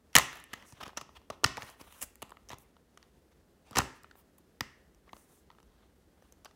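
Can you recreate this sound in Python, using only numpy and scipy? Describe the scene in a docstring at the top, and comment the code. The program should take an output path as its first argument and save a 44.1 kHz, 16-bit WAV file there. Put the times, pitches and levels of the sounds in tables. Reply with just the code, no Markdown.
"""A hand snaps open a plastic disc case on a quilt, pries a disc off its hub, then flips the case and
presses it shut; a few faint touches trail off. Each contact is a short clatter that rings the thin lid,
its stiff rim and the latch, at times with a soft thud as the case sinks into the quilt. In between, skin
and disc rub on plastic. All along, a furnished room answers over a low hum and microphone hiss."""
import sys
import numpy as np
from scipy import signal
from scipy.fft import rfft, irfft
from scipy.io import wavfile
from scipy.ndimage import uniform_filter1d

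SR = 44100
rng = np.random.default_rng(int(sys.argv[2]) if len(sys.argv) > 2 else 0)


def pcm_store(signal):
    """Save signal as 16-bit PCM."""
    levels = np.round(np.clip(np.atleast_2d(signal), -1, 1) * 32767)
    wavfile.write(sys.argv[1], SR, levels.astype(np.int16).T)


N = 289015

# Clicks and snaps of the case. Each row: start in seconds, lid peak in dB, favoured lid pitch in Hz,
# latch peak in dB, favoured latch pitch in Hz, decay time of the clatter in ms.
CONTACTS = [(0.1298, -56, 1570, -49.5, 5100, 3.4), (0.1392, -51.5, 1450, -49.5, 6000, 8.3),
            (0.1526, -9, 2200, -7, 9800, 1.8), (.1569, -13.5, 900, -9.5, 6400, 2.7),
            (0.1636, -8, 1900, -3, 6400, 1.8), (.174, -15, 1350, -23.5, 6600, 9),
            (0.1846, -19.5, 1400, -6, 8600, .7), (0.1941, -23.5, 1300, -31, 5900, 6.2),
            (0.3295, -36.5, 2280, -41, 11000, 0.5), (.355, -65, 1500, -44, 13000, 2.5),
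            (.371, -68, 1510, -48, 10000, 1.5), (0.4009, -63, 1005, -41.5, 10000, 0.36),
            (.44, -48, 1900, -36.5, 6900, 0.2), (0.5314, -33.5, 1840, -37.5, 7800, 5),
            (.536, -33, 960, -31, 5000, 1.55), (0.625, -44.5, 2310, -52, 5000, 1.1),
            (0.7232, -49, 810, -46.5, 5600, 2.1), (0.8633, -38, 700, -46, 6700, 2.4),
            (.8792, -42, 530, -40.5, 5200, 0.93), (0.8932, -42, 680, -55, 5000, .5),
            (.904, -52, 1500, -56, 5000, .7), (0.9317, -46, 650, -71, 5900, 1.2),
            (.9659, -50, 1495, -53.5, 5000, 1.9), (0.9713, -29, 1126, -27, 5000, 5.7),
            (1.0113, -36.5, 1070, -37.5, 5900, 3.4), (1.0911, -43, 730, -67, 6600, 1.9),
            (1.216, -55.5, 954, -65, 5000, 1.2), (1.3006, -27.5, 580, -35.5, 5000, 3.7),
            (1.435, -26.5, 552, -44.5, 5800, 3.4), (1.4415, -15.5, 2600, -11, 5300, 1.5),
            (1.4442, -11.5, 1500, -12, 5200, 1.4), (1.4472, -35, 1160, -24, 6300, .9),
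            (1.4624, -30.5, 1380, -24, 5100, 1.1), (1.5704, -27.5, 2350, -34.5, 5900, .7),
            (1.576, -31.5, 920, -37, 5200, 4.4), (1.6206, -34, 1830, -40, 5000, 2.5),
            (1.6288, -37, 666, -41, 5000, 3.1), (1.6922, -42.5, 1100, -54, 5000, 1.2),
            (1.699, -54, 547, -43.5, 8900, 2), (1.811, -44.5, 670, -44, 5000, 3.3),
            (1.924, -49.5, 1080, -44.5, 10600, 1.4), (2.0152, -43.5, 1140, -27.5, 8700, 3.9),
            (2.0248, -41, 1160, -22, 10000, 3.7), (2.1558, -60, 1360, -40, 9900, 0.74),
            (2.2192, -36, 1040, -39, 9500, 6.3), (2.2251, -32.5, 1110, -33.5, 7600, 1.85),
            (2.294, -55, 1080, -49, 8500, 1.9), (2.305, -50, 940, -47.5, 9300, 2.3),
            (2.3186, -39, 1054, -57, 12000, 2.1), (2.3694, -44.5, 1063, -62, 11200, 1.5),
            (2.4879, -57, 730, -37.5, 6100, 0.58), (2.4929, -52, 2010, -39, 6200, 1.5),
            (2.5024, -36, 1180, -43, 6000, 2), (2.5162, -47, 950, -40.5, 5300, 1.6),
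            (2.5312, -34.5, 745, -43, 6900, 1.65), (2.541, -44, 990, -48, 5700, 2.2),
            (2.5844, -61, 557, -43, 11200, 0.86), (2.7663, -50, 977, -66, 6500, 1.65),
            (2.974, -43, 1200, -48, 5000, 1.2), (3.0277, -53, 2297, -48, 5000, .8),
            (3.7096, -44.5, 558, -43, 9700, 2), (3.7296, -42.5, 1250, -52, 5600, 1.7),
            (3.7527, -31, 1150, -40, 5000, 3.7), (3.7576, -25.5, 1180, -26, 5000, 3),
            (3.769, -18, 895, -20.5, 5000, 4.5), (3.779, -24.5, 1140, -25, 5600, 4.3),
            (3.7826, -31, 1060, -23, 6000, 1.1), (3.7854, -21.5, 1060, -8, 6300, .45),
            (3.7877, -14, 970, -19.5, 7400, 2.4), (3.7953, -26.5, 1900, -38.5, 5600, 2.4),
            (3.8019, -23.5, 1210, -29.5, 5200, 2.1), (3.818, -27.5, 1130, -48, 5600, 0.65),
            (4.034, -72.5, 1005, -46.5, 7070, 0.53), (4.044, -42.5, 1147, -63, 11900, 1.35),
            (4.1108, -45.5, 1940, -54, 5200, 2), (4.154, -51, 900, -68, 5700, 1.8),
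            (4.381, -60, 798, -51, 13900, 5.7), (4.6072, -22.5, 1560, -23, 5100, 2.1),
            (4.947, -65.5, 560, -55, 5000, .7), (5.0779, -50, 820, -74, 5000, 2.9),
            (5.0917, -51.5, 1910, -70, 5000, 2.4), (5.1307, -35.5, 900, -51, 7200, 1.76),
            (5.1654, -47, 776, -53, 6200, 1.9), (5.5022, -45.5, 1160, -61, 5100, 1.14),
            (5.514, -53, 1510, -64, 5100, 1.2), (5.5492, -57, 1200, -77, 6000, 1.5),
            (5.5839, -51, 1080, -68, 5000, 1.76), (5.601, -54, 692, -59, 6600, 2.2),
            (5.6288, -55, 580, -56, 5100, 1), (6.223, -52.5, 760, -64, 5900, 1.24),
            (6.323, -58, 610, -45.5, 6600, 1.7), (6.4469, -49, 970, -39.5, 5700, 1.9),
            (6.4544, -40, 1190, -49.5, 6500, 4.2), (6.5105, -53, 1150, -60, 5000, 1.3)]
# Resonances: the lid gives body, the rim bite, the latch snap, the case on the quilt weight.
# Each row: pitch in Hz, bandwidth in Hz, relative level in dB.
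LID_MODES = [(446.4, 500, -8), (745, 350, -22), (920, 510, -5), (1296, 290, -4), (1726, 390, -2),
             (1831.5, 440, 1), (2320, 800, -12)]
RIM_MODES = [(2840, 800, 2), (3126, 530, -7), (3330, 5100, 1), (4960, 2100, -1)]
LATCH_MODES = [(5260, 900, 3.5), (6200, 900, 3.5), (7700, 1400, -1), (9197, 280, 1.33), (9970, 2700, -2),
               (11800, 1700, 1), (14000, 2000, 1.5), (15200, 1800, 0)]
QUILT_MODES = [(75, 60, -15), (125, 70, -2), (190, 110, -3), (300, 160, 2)]
# Soft bumps into the quilt. Each row: start in seconds, peak in dB, favoured pitch in Hz.
THUDS = [(.154, -24.5, 236), (0.169, -30, 100), (.532, -42.5, 200), (.726, -47, 110), (.82, -50.5, 172),
         (.865, -47, 200), (.973, -44.5, 240), (1.013, -49, 162), (1.303, -41.5, 238), (1.438, -38, 301),
         (1.449, -28, 100), (1.579, -44, 220), (1.628, -45, 170), (1.811, -48, 250), (2.03, -48.5, 192),
         (2.226, -47, 170), (2.505, -50.5, 189.5), (2.53, -45, 141.3), (3.711, -47, 200), (3.757, -39, 230),
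         (3.772, -26.5, 230), (3.787, -26.5, 155), (3.818, -41, 100), (4.609, -36.5, 150),
         (5.131, -45.5, 250)]
# Fingers and disc sliding on plastic. Each row: start in seconds, length in seconds,
# scuff level in dB, hiss level in dB, centre of the hiss in Hz.
RUBS = [(0.278, .16, -55, -67, 11000), (0.481, 0.19, -58, -81, 5620), (0.645, 0.1, -65, -61.5, 7100),
        (0.713, 0.14, -63.5, -74.5, 5900), (0.802, 0.024, -43, -71, 6960), (0.826, 0.017, -41, -75, 6000),
        (0.839, 0.071, -51, -82, 5470), (1.011, 0.017, -64.5, -64, 6000), (1.149, 0.034, -52, -69, 4890),
        (1.312, 0.046, -60.5, -76.5, 6040), (1.541, 0.22, -53.5, -62.5, 8950),
        (1.793, 0.034, -55, -63, 8960), (1.755, 0.21, -65.5, -67, 9610), (1.901, 0.17, -63, -62, 9520),
        (2.009, .034, -47.5, -43, 9230), (2.035, 0.016, -63, -50, 9600), (2.22, .09, -70.5, -84, 9000),
        (2.484, .07, -51.5, -81.5, 6980), (2.577, 0.073, -87, -66.5, 11200), (2.919, .21, -75, -87, 6020),
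        (3.311, .029, -67.5, -81.5, 5000), (3.64, 0.089, -65, -74.5, 6000),
        (3.711, 0.063, -57.5, -81, 6000), (3.935, .06, -71.5, -71, 8000), (4.149, 0.082, -71.5, -65, 13150),
        (5.059, 0.055, -66, -91, 5950), (5.11, .15, -76, -66, 8700), (5.229, .21, -73, -69.5, 9100),
        (5.62, .33, -75.5, -94.5, 6000), (6.14, 0.23, -74.5, -82, 9000), (6.437, .1, -79, -79, 6100)]
# Noise colours of the lid's scuff, the skin's hiss, the background air and the house hum.
# Each row: frequency in Hz, relative spectral level in dB.
SCUFF_SPECTRUM = [(300, -14), (700, -2), (1100, 0), (2000, -8), (3200, -7), (5000, -15.5), (9000, -27)]
SKIN_SPECTRUM = [(2500, -25.5), (4800, -4), (5900, 3.5), (7200, -1.5), (9600, 1.5), (11500, -1.5),
                 (13500, 1), (16000, 2.5)]
AIR_SPECTRUM = [(53, -43.5), (90, -16.5), (152, 0.5), (286, -3), (340, -3.5), (371, -2.5), (1060, -17.5),
                (1860, -19), (2320, -24.5), (3080, -24.5), (10200, -31), (15100, -35.5), (16500, -51)]
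HUM_SPECTRUM = [(20, -22.5), (40, -9), (60, -1), (72, -5.5), (100, -13), (130, -43)]
# Length of the room's tail. Each row: frequency in Hz, time to fall 60 dB in seconds.
ROOM_T60 = [(100, .45), (300, .42), (800, .46), (2000, 0.67), (5000, .5), (9000, .4), (14000, .3)]
# Colour of the reflections. Each row: frequency in Hz, relative level in dB.
ROOM_COLOUR = [(100, 0), (500, -3.5), (1500, -5), (4500, -7), (8000, -8.5), (11000, -10), (15000, -9.5)]


def contact(lid_db, lid_hz, latch_db, latch_hz, decay_ms):
    """A fast-dying clatter of tiny impacts, a few of them large, rings lid, rim and latch."""
    t = np.arange(4096) / SR
    size, chance = rng.standard_normal((2, len(t)))
    decay_s = decay_ms / 1000
    force = size * gain_of(5.3 * chance) * (1 - np.exp(-t / (0.14 * decay_s))) * np.exp(-t / decay_s)
    hardest = force * np.exp(-t / (3 * decay_s))  # the hardest impacts come first
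    lid_spot, rim_spot, latch_spot = 2 * rng.standard_normal((3, 12))  # dB per mode, new on every hit
    focus = np.interp(lid_db, [-40, -20], [18, 7])  # a light tap rings one patch, a blow the whole lid
    lid = ring(force, LID_MODES, lid_spot, lid_hz, focus, band_hz=[350, 2800])
    rim = ring(force, RIM_MODES, rim_spot, 2870, focus=2.7, band_hz=[2200, 5600])
    latch = ring(hardest, LATCH_MODES, latch_spot, latch_hz, focus=12, band_hz=[4200, 17000])
    edge_db = 3.5 * np.log2(lid_hz / 1200)  # nearer the edge, the lid rings higher and the rim harder
    rim_db = 0.65 * lid_db + 0.35 * latch_db - 1.5 + edge_db  # the rim lies between lid and latch
    return gain_of(lid_db) * lid + gain_of(rim_db) * rim + gain_of(latch_db) * latch


def ring(force, modes, spot_db, favoured_hz, focus, band_hz):
    """A force rings damped modes, weaker by `focus` dB per octave away from the favoured pitch."""
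    hz, width, db = np.transpose(modes)[:, :, None]
    t = np.arange(len(force)) / SR
    struck_db = spot_db[:len(hz), None] - focus * abs(np.log2(hz / favoured_hz))
    polarity = (-1) ** np.arange(len(hz))[:, None]  # opposite signs fill the valleys between modes
    strength = polarity * gain_of(db + struck_db) * width
    partials = strength * np.exp(-np.pi * width * t) * np.sin(2 * np.pi * hz * t)
    response = signal.sosfilt(signal.butter(2, band_hz, "band", fs=SR, output="sos"), partials.sum(0))
    direct = signal.fftconvolve(force, response)[:len(force)]
    # what spreads to the walls averages all directions, so only the modes colour it
    scattered = response * np.linalg.norm(direct) / np.linalg.norm(response)
    return np.array([direct, scattered]) / abs(direct).max()


def thud(peak_db, hz):
    """The case sinks into the soft quilt, then springs back."""
    sink = np.arange(4096) / SR / 0.0012  # time in units of 1.2 ms
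    force = sink * (2 - sink) * np.exp(-sink)
    spot_db = 2 * rng.standard_normal(len(QUILT_MODES))
    return gain_of(peak_db) * ring(force, QUILT_MODES, spot_db, hz, focus=7.6, band_hz=[50, 420])


def rubbing():
    """Sliding makes a grainy scuff in the lid and a fine hiss at the skin; strokes swell and fade."""
    scuff = shaped_noise(SCUFF_SPECTRUM, patchy_db=2.5, flicker_db=2.5)
    hiss = shaped_noise(SKIN_SPECTRUM, patchy_db=1.5, flicker_db=1.5)
    swell_share, tint_db = 0.52, -11  # rising part of a stroke; hiss level an octave off centre
    out = np.zeros(N)
    for start_s, length_s, scuff_db, hiss_db, hiss_hz in RUBS:
        rise, fall = round(swell_share * length_s * SR), round((1 - swell_share) * length_s * SR)
        start = round(start_s * SR)
        n = min(rise + fall, N - start)
        part = slice(start, start + n)
        octaves = np.log2((np.fft.rfftfreq(n, 1 / SR) + 1) / hiss_hz)
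        skin = unit_rms(irfft(rfft(hiss[part]) * gain_of(tint_db * octaves ** 2), n))
        stroke = np.sin(np.pi / 2 * np.interp(np.arange(n), [0, rise, rise + fall], [0, 1, 0]))
        out[part] += stroke * (gain_of(scuff_db) * scuff[part] + gain_of(hiss_db) * skin)
    return out


def room(send, first_s=0.0036, build_s=0.011, early_db=1.5, early_t60=0.17, wet_db=-17):
    """Sparse reflections build up after the nearest wall: a quick bloom, then a tail fading by band."""
    taps = np.zeros(SR)
    slots = np.arange(0, SR - 20, 12)
    arrivals = slots + rng.integers(0, 12, len(slots))
    taps[arrivals] = rng.choice([-1., 1.], len(arrivals))
    taps *= 1 - np.exp(-np.maximum(np.arange(SR) / SR - first_s, 0) / build_s)
    hz, t, bands = signal.stft(taps, SR, nperseg=256)
    early = gain_of(early_db - 60 * t / early_t60)
    late = gain_of(-60 * t / curve_at(ROOM_T60, hz)[:, None])
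    colour = gain_of(curve_at(ROOM_COLOUR, hz)[:, None])
    tail = signal.istft(bands * colour * (early + late), SR, nperseg=256)[1]
    return gain_of(wet_db) * signal.fftconvolve(send, tail / np.linalg.norm(tail))[:N]


def background():
    """A bed of still air and microphone hiss over the low, wavering hum of the house."""
    air = gain_of(-67.5) * shaped_noise(AIR_SPECTRUM, patchy_db=0.1, flicker_db=1.0, size=1024)
    hum = gain_of(-69) * shaped_noise(HUM_SPECTRUM, patchy_db=1.5, flicker_db=1.5, size=4096)
    return air + hum


def shaped_noise(spectrum, patchy_db, flicker_db, size=512):
    """Coloured noise at rms 1, with drifting patches and a flicker shared by all bands."""
    frames, hz = 4 * N // size + 5, np.fft.rfftfreq(size, 1 / SR)
    real, imag, patches = rng.standard_normal((frames, len(hz), 3)).T
    patches = uniform_filter1d(patches, size=8, axis=0)  # smear across frequency
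    patches = unit_rms(uniform_filter1d(patches, size=14, axis=1))  # and across time
    flicker = unit_rms(uniform_filter1d(rng.standard_normal(frames), size=3))
    level_db = curve_at(spectrum, hz)[:, None] + patchy_db * patches + flicker_db * flicker
    bands = (real + 1j * imag) * gain_of(level_db)
    return unit_rms(signal.istft(bands, nperseg=size, noverlap=3 * size // 4)[1][:N])


def gain_of(db):
    """Decibels to amplitude."""
    return 10 ** (np.asarray(db) / 20)


def unit_rms(x):
    """Scales to rms 1."""
    return x / np.sqrt(np.mean(x ** 2) + 1e-20)


def curve_at(points, hz):
    """Reads a table on a log-frequency axis."""
    point_hz, value = np.transpose(points)
    return np.interp(np.log(hz + 1), np.log(point_hz + 1), value)


def add(mix, start_s, sound):
    """Mixes a sound in at its start time."""
    part = mix[round(start_s * SR):][:len(sound)]
    part += sound[:len(part)]


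def scene():
    """Case and hand up close, the room behind them and the background bed, in mono."""
    close = rubbing()
    room_send = close.copy()
    for source, cues in [(contact, CONTACTS), (thud, THUDS)]:
        for start_s, *settings in cues:
            direct, scattered = source(*settings)
            add(close, start_s, direct)
            add(room_send, start_s, scattered)
    return (close + room(room_send) + background())[None]


def record(dry, low_cut_hz=36, high_cut_hz=15900):
    """The microphone drops the deepest bass; a steep high cut trims the very top."""
    thinned = signal.sosfilt(signal.butter(4, low_cut_hz, "high", fs=SR, output="sos"), dry)
    high_cut = signal.firwin(401, high_cut_hz, window=("kaiser", 12), fs=SR)
    return signal.oaconvolve(thinned, high_cut[None], "same")


dry = scene()
out = record(dry)
pcm_store(out)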